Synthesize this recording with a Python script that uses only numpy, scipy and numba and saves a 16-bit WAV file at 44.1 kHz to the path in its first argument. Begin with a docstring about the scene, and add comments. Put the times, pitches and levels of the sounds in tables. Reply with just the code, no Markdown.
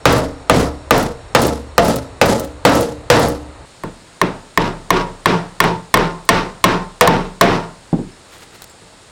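"""A plank bench under trees, leaves and insects hissing throughout: at first the microphone stands at its side
and a heavy hammer drives nails; each blow rings steel and planks, then loose boards and a bowl of nails rattle.
From 3.7 s the microphone is above the far corner: light touches and softer blows, then two hard ones near 7 s.
The hammer is laid down with a dull thud near 7.9 s, and fingers pick through the nails: ticks, pings, soft raking.
Modes are decaying sines, rattles are uneven clicks, hiss is filtered noise; loud blows overload the input."""
import sys
import numpy as np
from scipy import signal
from scipy.io import wavfile
from numba import njit

SR = 44100
rng = np.random.default_rng(int(sys.argv[2]) if len(sys.argv) > 2 else 0)


def volts_from_decibels(level):
    """Turn decibel levels (scalar or array-like) into linear amplitude factors."""
    exponent = np.asarray(level, float) / 20
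    return 10 ** exponent


def output_pcm(signal):
    """Save a mono or channel-first signal as 16-bit PCM at the path in sys.argv[1].

    Samples are clipped to [-1, 1] before scaling.
    """
    pcm = np.clip(np.atleast_2d(signal).T, -1, 1) * 32767
    wavfile.write(sys.argv[1], SR, np.round(pcm).astype(np.int16))


N = 401733
MOVE_S = 3.655  # the microphone is at the side before this, above the far corner after
NOW = np.arange(N) / SR
AT_SIDE = np.arange(N) < MOVE_S * SR
# columns of contacts()
TIME, FORCE, METAL, BRIGHT, LOOSE, LANDING, LASTING, WEIGHT = range(8)


def rms_one(x):
    """Scaled to rms 1."""
    return x / np.sqrt(np.mean(x ** 2) + 1e-20)


def at_hz(points, hz):
    """All columns of a table, read at one frequency."""
    rows = np.array(points, float)
    return [np.interp(np.log(hz), np.log(rows[:, 0]), column) for column in rows.T[1:]]


def clicks(times, sizes):
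    """An impulse of the given size at each time."""
    out = np.full(N, 1e-18)
    out[np.round(np.asarray(times) * SR).astype(int)] = sizes
    return out


def ring(x, hz, t60):
    """A resonator: a unit click sets a sine of height 1 ringing."""
    radius = volts_from_decibels(-60 / (t60 * SR))
    w = 2 * np.pi * hz / SR
    return signal.lfilter([0, np.sin(w)], [1, -2 * radius * np.cos(w), radius * radius], x)


def bands(x):
    """Yields centre and content of each half-octave band, neighbours from unrelated rows of x."""
    edges = 22 * 2 ** np.arange(0, 9.8, .5)
    for k, (low, high) in enumerate(zip(edges, edges[1:])):
        sos = signal.butter(2, [low, high], "band", fs=SR, output="sos")
        yield np.sqrt(low * high), signal.sosfilt(sos, x[k % 2])


def shapes(sizes, shape):
    """One envelope per contact, each a function of the time since it fell."""
    out = np.zeros(N)
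    t = np.arange(SR // 40) * 40 / SR  # coarse steps, interpolated below
    for k, row in enumerate(contacts()):
        at = round(row[TIME] * SR)
        since = np.arange(min(SR, N - at)) / SR
        out[at:at + SR] += sizes[k] * np.interp(since, t, shape(t, row))
    return out


def brightness(rows, hz):
    """A harder contact lifts the treble, a heavier one the bass, in dB."""
    treble = rows[:, BRIGHT] * np.log2(max(hz, 250) / 500)
    return treble + rows[:, WEIGHT] * np.log2(250 / min(hz, 250))


def swells(rows):
    """Whatever lies loose jumps at each contact and lands a little later."""
    def jump(t, row):
        ratio = t / row[LANDING]
        return (ratio * np.exp(1 - ratio)) ** 2.4
    return shapes(volts_from_decibels(rows[:, FORCE] + rows[:, LOOSE]), jump)


def struck(modes, rows, db, spread_db, lasting, rise_s):
    """Each contact sets every mode ringing with a strength of its own."""
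    out, t = np.zeros(N), np.arange(SR // 2) / SR
    chance = rng.standard_normal((len(rows), len(modes)))
    for k, (hz, level_db, t60) in enumerate(modes):
        sizes = volts_from_decibels(db + level_db + brightness(rows, hz) + spread_db * chance[:, k])
        rise = 1 - np.exp(-t / rise_s)  # bending waves take time to spread
        wave = (-1) ** k * np.sin(2 * np.pi * hz * t) * rise
        for s, size, last in zip(rows[:, TIME], sizes, lasting):
            at, long = round(s * SR), min(int(t60 * last * SR), len(t))
            out[at:at + long] += size * wave[:long] * volts_from_decibels(-60 * t[:long] / (t60 * last))
    return out


# full hammer blows: (time [s], force [dB], steel over force [dB], brightness [dB per octave], ring-out factor)
FULL_BLOWS = [(.055, -11, 11.5, -0.8, 0.67), (.497, -14, 18, -1.2, 0.67), (0.908, -13, 17.5, -1.1, 0.59),
              (1.349, -8, 6, -0.2, 0.3), (1.780, -6, 10, -1.9, 0.3), (2.214, -6.5, 0, -1, 0.32),
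              (2.651, -3, 2.5, -1.4, 0.45), (3.101, -3.5, -3, -0.7, 0.53), (4.575, -21.5, 17.5, -0.6, 0.91),
              (4.905, -20, 16, .1, 0.82), (5.258, -19.5, 12.5, 1.35, 0.81), (5.603, -20.5, 17.5, 1.8, 0.69),
              (5.941, -15, 19.5, 0.9, 0.72), (6.290, -13.5, 21, 1.5, 0.72), (6.641, -14, 21, 1.2, 0.7),
              (7.010, -3, 7, 1.7, 0.33), (7.411, -5.5, 13, 0.2, 0.66)]
# light touches that set the nail, bounce, or lay the hammer down: (time [s], force [dB],
# steel over force [dB], brightness [dB per octave], ring-out factor)
LIGHT_TOUCHES = [(3.836, -32.5, 12.5, -3.5, 0.61), (4.215, -20.5, 15.5, -1, 0.69),
                 (5.640, -21.5, 13, -3.5, 0.38), (5.973, -26, 17, -2.5, 0.31),
                 (7.0752, -12, 18, -1.5, 0.64), (7.9285, -22.5, -30, -11, 0.3),
                 (7.987, -38.5, -25, -11.5, 0.6)]


def contacts():
    """Every touch of the hammer; its force and hardness set the rattle, landing delay and bass weight."""
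    s, force_db, steel_db, bright, lasting = np.transpose(FULL_BLOWS + LIGHT_TOUCHES)
    place = (s > MOVE_S).astype(int)  # picks from the pairs (side, above)
    full = np.arange(len(s)) < len(FULL_BLOWS)
    # rattle in dB over the force; softer touches shake less
    full_db = np.take((-20.5, -24.5), place) + (np.take((.3, 0), place) - 1) * force_db
    light_db = -19 + 2.1 * bright
    rattle_db = np.where(full, full_db, light_db)
    landing_s = .089 + .0017 * force_db  # loose things land later after a harder blow
    # bass weight in dB per octave: shrinks as force grows; a soft contact moves the bench less
    weight = np.take((-3.8, -2.9), place) + np.take((-.33, -.14), place) * force_db + .25 * bright
    return np.transpose([s, force_db, steel_db, bright, rattle_db, landing_s, lasting, weight])


# hammer head and nail, heard from the side: (frequency [Hz], relative level [dB], t60 [s])
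STEEL_FROM_SIDE = [(460, -7, .03), (640, -9, .11), (830, -7, .03), (1215, -1.5, .035), (1550, -7, .03),
                   (2620, -13, .025), (3600, -19, .03), (8940, -34, .05)]
# hammer head and nail, heard from above: (frequency [Hz], relative level [dB], t60 [s])
STEEL_FROM_ABOVE = [(655, -17, 0.047), (1060, 0, 0.028), (1815, -4, 0.023), (2168, -8.5, 0.024),
                    (3360, -20.5, 0.039), (5670, -22, .03), (8940, -36.5, 0.042)]


def steel():
    """Head and nail ring briefly over a noise crack of a few milliseconds."""
    rows, rings = contacts(), 0
    beside, above = rows[rows[:, TIME] < MOVE_S], rows[rows[:, TIME] > MOVE_S]
    for modes, here in ((STEEL_FROM_SIDE, beside), (STEEL_FROM_ABOVE, above)):
        db = here[:, FORCE] + here[:, METAL]
        rings = rings + struck(modes, here, db, spread_db=1.5, lasting=np.ones(len(here)), rise_s=.0006)
    crack_db = rows[:, FORCE] + rows[:, METAL] - 14 + brightness(rows, 2000)
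    crack = shapes(volts_from_decibels(crack_db), lambda t, row: np.exp(-t / 0.0022))
    noise = signal.lfilter([1, -1], [1, -1.3, .45], rng.standard_normal(N))
    return rings + crack * rms_one(noise)


# plank modes, heard from the side: (frequency [Hz], relative level [dB], t60 before ring-out factor [s])
PLANKS_FROM_SIDE = [(70, -8.5, 1), (121.9, -3.5, 0.49), (170.6, -5, 0.25), (229.2, -2.5, 0.28),
                    (268.9, -3.5, 0.51), (298.2, -4.5, 0.62), (324, -15, 0.26), (454.5, -2.5, 0.37),
                    (480, -2, 0.38), (547, 3.5, 0.19), (581, -7.5, .25), (621.6, -2.5, .25),
                    (697, -0.5, 0.13), (778, -12, 0.1), (852, -2, 0.21), (1002, -10, 0.082),
                    (1175, -13, .2), (1305, -2.5, 0.1)]
# plank modes, heard from above: (frequency [Hz], relative level [dB], t60 before ring-out factor [s])
PLANKS_FROM_ABOVE = [(31.3, -7, 0.84), (118.2, -5.5, 0.36), (167.5, -.5, 0.38), (186, -1.5, 0.38),
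                     (260, -16.5, 0.12), (304, -6.5, 0.14), (365.7, 2.5, 0.17), (409, -3.5, 0.21),
                     (449.3, -3.5, 0.31), (551, -8, .2), (689, -12.5, 0.29), (794, -11, 0.17),
                     (893, -3, 0.4), (956, -3, 0.3), (1048, -9, 0.47), (1123, -3, 0.22), (1227, -8, 0.11),
                     (1408, -4.5, 0.15)]
# face of the head meeting the wood on hard blows: (frequency [Hz], relative level [dB], t60 [s])
FACE_ON_WOOD = [(489, -7.5, 0.18), (562, -6.5, .15), (635.3, -4, .15), (688, -5, 0.2), (785.5, -10, 0.15)]
# hammer laid flat on the bench: (frequency [Hz], relative level [dB], t60 [s])
LAID_THUD = [(175, -1, .08), (340, -3, .07), (800, 6, .07)]
# soft bumps on the bench: (time [s], level before each mode's own [dB])
SOFT_BUMPS = [(8.35, -61), (8.539, -59), (8.821, -57.5)]


def planks():
    """The blow rings the plank modes of its place; boards landing again keep knocking them."""
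    rows, out = contacts(), np.zeros(N)
    knocks = volts_from_decibels(-13.5) * swells(rows) * (rng.random(N) < 130 / SR)  # 130 knocks per second
    bump_s, bump_db = np.transpose(SOFT_BUMPS)
    bumps = clicks(bump_s, volts_from_decibels(bump_db))
    face_db = 1.62 * rows[:, FORCE] + 3  # grows faster than the force
    out += struck(FACE_ON_WOOD, rows, face_db, spread_db=6, lasting=np.ones(len(rows)), rise_s=.0034)
    laid = rows[rows[:, TIME] > 7.8]
    out += struck(LAID_THUD, laid, laid[:, FORCE], spread_db=1.2, lasting=np.ones(len(laid)), rise_s=.0006)
    touch = rng.standard_normal(N)
    for modes, here in ((PLANKS_FROM_SIDE, AT_SIDE), (PLANKS_FROM_ABOVE, ~AT_SIDE)):
        out += here * struck(modes, rows, rows[:, FORCE] - 6, spread_db=2.5, lasting=rows[:, LASTING], rise_s=.003)
        for k, (hz, level_db, t60) in enumerate(modes):
            # shifted so that each mode takes knocks of other strengths; bumps are dull
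            strikes = knocks * np.roll(touch, 977 * k) + bumps * 300 / max(hz, 300)
            out += here * volts_from_decibels(level_db) * ring(here * strikes + 1e-18, hz, t60)
    return out


# dense ring-out of bench, ground and trees: (frequency [Hz], level over force from the side [dB],
# level over force from above [dB], t60 before ring-out factor [s])
DENSE_MODES = [(28.9, -14, -35, 0.89), (50, -31, -32, 0.5), (65, -20, -29.5, 1), (157, -12.5, -17.5, 0.77),
               (287, -10.5, -8.5, .55), (556, -7.5, -14.5, 0.73), (1250, -8, -13, 0.66),
               (2590, -8.5, -13, .4), (4800, -13.5, -25.5, 0.6), (9600, -18, -41, 0.13),
               (15800, -27, -47, 0.12)]


def ring_out():
    """Modes too dense to count: noise that dies band by band, the lows building up later."""
    rows, out = contacts(), 0
    for hz, noise in bands(rng.standard_normal((2, N))):
        side_db, above_db, t60 = at_hz(DENSE_MODES, hz)
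        place_db = np.where(rows[:, TIME] < MOVE_S, side_db, above_db)
        db = rows[:, FORCE] + place_db + brightness(rows, hz)

        def dying(t, row):
            return (1 - np.exp(-t * hz * 1.1)) * volts_from_decibels(-60 * t / (t60 * row[LASTING]))
        out = out + rms_one(noise) * shapes(volts_from_decibels(db), dying)
    return out


# colour of loose boards and nails: (frequency [Hz], relative level from the side [dB],
# relative level from above [dB])
RATTLE_COLOUR = [(151, -3.5, -11.5), (390, 0.5, -8), (1040, -5.5, -8), (2400, -13, -9.5), (4940, -9, -14.5),
                 (9100, -11.5, -33), (13000, -25, -44), (16000, -20, -42)]


def rattle():
    """Loose boards and nails jump and land: a swell of uneven clicks some time after the blow."""
    rows, out = contacts(), 0
    sizes = volts_from_decibels(2.5 * np.minimum(rng.exponential(1, (2, N)), 5)) * rng.choice([-1, 1], (2, N))
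    grains = sizes * (rng.random((2, N)) < 2600 / SR) + 1e-18  # 2600 clicks per second
    for hz, band in bands(grains):
        side_db, above_db = at_hz(RATTLE_COLOUR, hz)
        if hz > 120:
            out = out + rms_one(band) * np.where(AT_SIDE, volts_from_decibels(side_db), volts_from_decibels(above_db))
    # level wanders at random, 90 new values per second
    clumps = volts_from_decibels(3 * np.interp(NOW * 90, np.arange(900), rng.standard_normal(900)))
    return volts_from_decibels(-8.5) * swells(rows) * clumps * out


# the bowl of nails lands with a bright jingle: (time [s], level [dB])
BOWL_LANDINGS = [(.125, -28), (.180, -36), (.566, -40), (.592, -40), (.978, -29), (1.027, -37),
                 (1.418, -27), (1.467, -30), (1.847, -30), (1.882, -32), (1.959, -32), (2.258, -28),
                 (2.396, -33), (2.445, -43), (2.694, -31), (2.752, -31), (2.808, -32), (3.195, -30),
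                 (3.284, -34), (6.251, -52)]


def bowl():
    """Each landing of the bowl is a short decaying burst of noise above 4 kHz."""
    s, db = np.transpose(BOWL_LANDINGS)
    decay_s = .007
    burst = signal.lfilter([1], [1, -np.exp(-1 / (decay_s * SR))], clicks(s, volts_from_decibels(db)))
    sos = signal.butter(2, 4000, "high", fs=SR, output="sos")
    return burst * rms_one(signal.sosfilt(sos, rng.standard_normal(N)))


# nails clink in the bowl: (time [s], tick level [dB], ring frequency [Hz])
NAIL_CLINKS = [(8.322, -58, 8000), (8.338, -56, 12500), (8.382, -50, 2400), (8.409, -56, 3000),
               (8.432, -56, 8600), (8.549, -56, 12800), (8.559, -51, 3400), (8.620, -36, 4000),
               (8.631, -50, 3600), (8.642, -39, 7450), (8.675, -56, 4030), (8.697, -52, 3900),
               (8.712, -60, 12000)]
# longer pings of the bowl: (time [s], level [dB], frequency [Hz], t60 [s])
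BOWL_PINGS = [(8.119, -54, 5300, .07), (8.697, -51, 7600, .12)]
# fingers rake through the nails: (time of the peak [s], level [dB])
FINGER_RAKES = [(8.342, -57), (8.362, -55), (8.432, -49.5), (8.556, -54), (8.628, -55)]


def nails():
    """Each clink is a bright tick with a short ring; the bowl pings; raking fingers drag dense dull grains."""
    out, t = np.zeros(N), np.arange(SR // 10) / SR

    def tone(db, hz, t60):
        return volts_from_decibels(db - 60 * t / t60) * np.sin(2 * np.pi * hz * t)
    for s, db, hz in NAIL_CLINKS:
        noise = rng.standard_normal(len(t)) * np.exp(-t / 0.0022)
        tick = volts_from_decibels(db) * signal.lfilter([1, -.3], [1, -.45], noise)
        at = round(s * SR)
        out[at:at + len(t)] += tick + tone(db - 10, hz, .022)
    for s, db, hz, t60 in BOWL_PINGS:
        at = round(s * SR)
        out[at:at + len(t)] += tone(db, hz, t60)
    grains = rng.standard_normal(N) * (rng.random(N) < 7000 / SR)  # 7000 grains per second
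    drag = signal.sosfilt(signal.butter(1, [330, 2600], "band", fs=SR, output="sos"), grains)
    rise, fall = 280, 700  # dB per second
    level = 0
    for s, db in FINGER_RAKES:
        level = level + volts_from_decibels(db - np.where(NOW < s, rise * (s - NOW), fall * (NOW - s)))
    return out + level * rms_one(drag)


# colour of the woodland hiss at the side: (frequency [Hz], relative level [dB per Hz])
WOODS_FROM_SIDE = [(15, -10), (30, 21), (90, 24), (200, 5), (500, 14), (1300, 5), (2600, -4), (5000, -11),
                   (6200, -26), (10000, -28), (13000, -42), (16000, -52), (22000, -90)]
# colour of the woodland hiss above the corner: (frequency [Hz], relative level [dB per Hz])
WOODS_FROM_ABOVE = [(15, -10), (30, 7), (90, 9), (200, 3), (500, 3.5), (1300, -1), (2600, -5.5), (5000, -7),
                    (6200, -23), (10000, -23), (13000, -29), (16000, -46), (22000, -90)]
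# one cricket near by, heard at the side: (time [s], level [dB])
NEAR_CRICKET = [(0, -72), (2.1, -73), (2.3, -84), (3.6, -87)]
# insect choruses: (low edge [Hz], high edge [Hz], level from the side [dB], level from above [dB])
INSECT_BANDS = [(3620, 4560, -67.5, -69.5), (6400, 8400, -68, -65.5), (8340, 9730, -71, -68.5)]


def woods():
    """Smooth leaf hiss coloured by where the microphone stands, with a cricket and insect bands of noise."""
    beside, above = 0, 0
    for hz, noise in bands(rng.standard_normal((2, N))):
        beside = beside + noise * volts_from_decibels(at_hz(WOODS_FROM_SIDE, hz)[0])
        above = above + noise * volts_from_decibels(at_hz(WOODS_FROM_ABOVE, hz)[0])
    out = np.where(AT_SIDE, volts_from_decibels(-48) * rms_one(beside), volts_from_decibels(-55.5) * rms_one(above))
    s, db = np.transpose(NEAR_CRICKET)
    cricket = ring(ring(rng.standard_normal(N), 5510, .02), 5510, .02)  # noise through two resonators
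    out += AT_SIDE * volts_from_decibels(np.interp(NOW, s, db)) * rms_one(cricket)
    for low, high, side_db, above_db in INSECT_BANDS:
        sos = signal.butter(4, [low, high], "band", fs=SR, output="sos")
        chorus = rms_one(signal.sosfilt(sos, rng.standard_normal(N)))
        out += np.where(AT_SIDE, volts_from_decibels(side_db), volts_from_decibels(above_db)) * chorus
    return out


def scene():
    """All sources at one microphone."""
    return (steel() + planks() + ring_out() + rattle() + bowl() + nails() + woods())[None]


@njit
def compress(x, knee, squeeze, attack, release):
    """A power follower turns the gain down above the knee."""
    out, power = np.empty_like(x), 0.
    for i in range(len(x)):
        now = x[i] ** 2
        power += (attack if now > power else release) * (now - power)
        out[i] = x[i] * (max(np.sqrt(power), knee) / knee) ** -squeeze
    return out


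def roll_off(x):
    """The treble ends steeply here."""
    return signal.sosfilt(signal.butter(12, 16470, fs=SR, output="sos"), x)


def record(dry):
    """The input stage clips flat; gain control then catches up within milliseconds and lets go again."""
    top = volts_from_decibels(-9)
    flat = np.clip(dry[0], -top, top)
    coupled = signal.lfilter(*signal.butter(1, 30, "high", fs=SR), flat)  # flat tops sag
    attack_s, release_s = .009, .012
    held = compress(coupled, volts_from_decibels(-22), .72, 1 / (attack_s * SR), 1 / (release_s * SR))
    mix = np.clip(volts_from_decibels(11) * held, -1, 1)[None]
    return roll_off(mix)


dry = scene()
out = record(dry)
output_pcm(out)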